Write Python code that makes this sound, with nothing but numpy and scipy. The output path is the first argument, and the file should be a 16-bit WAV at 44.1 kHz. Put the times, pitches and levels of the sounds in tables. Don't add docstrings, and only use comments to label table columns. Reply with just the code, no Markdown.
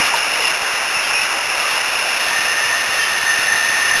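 import sys
import numpy as np
from scipy import signal
from scipy.fft import rfft, irfft
from scipy.io import wavfile
from scipy.ndimage import map_coordinates

SR = 44100
rng = np.random.default_rng(int(sys.argv[2]) if len(sys.argv) > 2 else 0)


def wav_out(sig):
    wavfile.write(sys.argv[1], SR, np.round(np.clip(np.atleast_2d(sig).T, -1, 1) * 32767).astype(np.int16))


N = 176400
T = np.arange(N) / SR

RUSH_SPECTRUM = [(20, -33), (60, -30.5), (150, -23.5), (280, -13), (420, -8), (650, -0.5), (950, 0.5),
                 (1450, 2.5), (2050, 2), (2500, 1.5), (2850, 2), (3080, -8.5), (3300, -10), (4000, -7)]
RUSH_ENVELOPE = [(0, -12.5), (.06, -17), (.22, -19.5), (.6, -20), (1.1, -20), (1.4, -20), (2.1, -20),
                 (2.8, -21), (3.4, -20.5), (3.85, -20), (4, -20)]
HOUSING_SPECTRUM = [(2000, -29.5), (2350, -8), (2580, -4.5), (2790, 2), (2880, -3.5), (3020, -10),
                    (3200, -15)]
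HOUSING_ENVELOPE = [(0, -21), (.1, -21), (.17, -22), (.22, -21.5), (.4, -24), (.45, -17.5), (.55, -24),
                    (.92, -24), (.98, -23.5), (1.05, -21.5), (1.17, -21), (1.32, -25), (1.9, -22),
                    (2.8, -22), (3.2, -24), (3.33, -23.5), (3.55, -24.5), (4, -21.5)]
HISS_SPECTRUM = [(2700, -26), (3050, -15), (3300, -1.5), (3570, 2), (3800, 0), (4000, 3)]
HISS_ENVELOPE = [(0, -45), (.07, -22), (.11, -40), (.17, -27), (.24, -37.5), (.46, -29.5), (.62, -35.5),
                 (1.05, -35), (1.5, -36), (1.7, -29.5), (2.05, -33), (2.25, -27.5), (2.5, -30.5),
                 (3.1, -30), (3.6, -29), (3.93, -29.5), (4, -24)]
RUMBLE_SPECTRUM = [(20, 6.5), (120, 7), (250, 6), (500, -15), (1000, -50)]
RUMBLE_ENVELOPE = [(0, -49), (.3, -69), (1.8, -66), (2.4, -56), (3.85, -50), (4, -38)]
# (t/s, level/dB)
WHISTLE_ENVELOPE = [(0, -71), (2.05, -42), (2.18, -29), (2.26, -26), (2.35, -19), (2.43, -28), (2.48, -19),
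                    (2.54, -21.5), (2.6, -21), (2.655, -22), (2.78, -20), (2.89, -23.5), (2.98, -20),
                    (3.06, -20), (3.17, -23), (3.25, -22), (3.32, -18), (3.41, -22.5), (3.52, -14.5),
                    (3.63, -20), (3.8, -18), (3.86, -20), (3.94, -13.5), (4, -22)]
# (t/s, pulse level/dB)
LOW_POPS = [(.002, -18), (0.08, -36), (.142, -29), (.623, -27), (0.74, -28), (.97, -26.5), (1.238, -32),
            (1.738, -38), (2.313, -32), (2.392, -27), (2.892, -26), (3.123, -28), (3.237, -25),
            (3.391, -23.5), (3.546, -26), (3.699, -25), (3.787, -29), (3.959, -27)]
# (t/s, duration/s, start f/Hz, end f/Hz, level/dB)
SQUEAKS = [(0.387, 0.065, 490, 465, -34), (.95, 0.055, 2590, 2650, -20), (1.02, 0.08, 3280, 3100, -30),
           (1.129, 0.11, 2450, 2580, -20), (1.319, 0.068, 296, 335, -37.5),
           (1.605, 0.065, 1252, 1207, -25.5), (2.012, 0.11, 568, 534, -36), (2.294, 0.051, 971, 932, -29),
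           (2.985, .11, 3280, 3020, -26.5), (3.147, 0.052, 3030, 3040, -31)]


def airflow():
    flutter_hz, housing_depth_db, shared_depth_db = 25, 0.58, 0.52
    housing = noise(HOUSING_SPECTRUM) * envelope(HOUSING_ENVELOPE)
    housing *= gain(housing_depth_db * drift(flutter_hz))
    rush = turbulent_patches(noise(RUSH_SPECTRUM)) * envelope(RUSH_ENVELOPE)
    hiss = noise(HISS_SPECTRUM) * envelope(HISS_ENVELOPE)
    return (rush + housing + hiss) * gain(shared_depth_db * drift(flutter_hz))


def turbulent_patches(rush):
    depth_db, patch_hz, patch_s = 1.0, 80.2, 0.06
    size, hop = 1024, 256
    spectra = signal.stft(rush, SR, nperseg=size, noverlap=size - hop)[2]
    bins, frames = np.indices(spectra.shape)
    position = [bins * SR / size / patch_hz, frames * hop / SR / patch_s]
    patches = map_coordinates(rng.standard_normal(spectra.shape), position, order=1, mode="mirror")
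    spectra *= gain(depth_db * unit_rms(patches))
    return unit_rms(signal.istft(spectra, SR, nperseg=size, noverlap=size - hop)[1][:N])


def whistle():
    centre_hz, waver_hz, band_hz, core_power = 1811, 15.03, 167, 0.34
    core = unit_rms(np.sin(phase(centre_hz + waver_hz * drift(38.5))))
    carrier = np.exp(2j * np.pi * centre_hz * T)
    modulation = drift(band_hz / 2) + 1j * drift(band_hz / 2)
    breath = unit_rms((carrier * modulation).real)
    return envelope(WHISTLE_ENVELOPE) * (np.sqrt(core_power) * core + np.sqrt(1 - core_power) * breath)


def low_pops():
    random_per_s, random_db = 16, -40.5
    pulse_s, undershoot_s, undershoot_share = 0.0006, 0.0037, 0.76
    impulses = gain(random_db) * (rng.random(N) < random_per_s / SR)
    for time_s, db in LOW_POPS:
        impulses[round(time_s * SR)] = gain(db)
    impulses *= rng.choice([-1, 1], N)
    t = np.arange(-1000, 1001) / SR
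    pulse = np.exp(-0.5 * (t / pulse_s) ** 2)
    undershoot = np.exp(-0.5 * (t / undershoot_s) ** 2) * undershoot_share * pulse_s / undershoot_s
    return signal.oaconvolve(impulses, pulse - undershoot, "same")


def knock():
    onset_s, rise_s, hz, peak_db = 0.1385, 0.0032, 932, -7
    age = np.maximum(T - onset_s, 0)
    swell = age / rise_s * np.exp(1 - age / rise_s)
    return gain(peak_db) * swell * np.sin(2 * np.pi * hz * age)


def squeaks():
    waver_hz = 36.5
    sound = np.zeros(N)
    for onset_s, duration_s, start_hz, end_hz, db in SQUEAKS:
        progress = np.clip((T - onset_s) / duration_s, 0, 1)
        glide_hz = end_hz + (start_hz - end_hz) * (1 - progress) ** 2
        swell = np.sqrt(2 * abs(np.sin(np.pi * progress)))
        sound += gain(db) * swell * np.sin(phase(glide_hz + waver_hz * drift(129)))
    return sound


def rumble():
    return noise(RUMBLE_SPECTRUM) * envelope(RUMBLE_ENVELOPE)


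def gain(db):
    return 10 ** (np.asarray(db) / 20)


def unit_rms(x):
    return x / np.sqrt(np.mean(abs(x) ** 2) + 1e-20)


def envelope(points):
    return gain(np.interp(T, *np.transpose(points)))


def phase(hz):
    return 2 * np.pi * np.cumsum(hz) / SR


def noise(spectrum):
    points_hz, db = np.transpose(spectrum)
    hz = np.fft.rfftfreq(N, 1 / SR)
    shape = gain(np.interp(np.log(hz + 1), np.log(points_hz), db))
    shape /= 1 + (hz / points_hz[-1]) ** 20
    return unit_rms(irfft(rfft(rng.standard_normal(N)) * shape, N))


def drift(cutoff_hz):
    hz = np.fft.rfftfreq(N, 1 / SR)
    return unit_rms(irfft(rfft(rng.standard_normal(N)) / (1 + (hz / cutoff_hz) ** 2), N))


def scene():
    return (airflow() + whistle() + low_pops() + knock() + squeaks() + rumble())[None]


def record(dry):
    hold_hz, cutoff_hz = 8000, 12480
    ceiling, knee = 0.44, 3.5
    sampled = signal.resample(dry[0], round(N * hold_hz / SR))
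    saturated = sampled / (1 + abs(sampled / ceiling) ** knee) ** (1 / knee)
    held = saturated[np.arange(N) * hold_hz // SR]
    low_pass = signal.firwin(601, cutoff_hz, window=("kaiser", 9), fs=SR)
    return signal.oaconvolve(held, low_pass, "same")[None]


dry = scene()
out = record(dry)
wav_out(out)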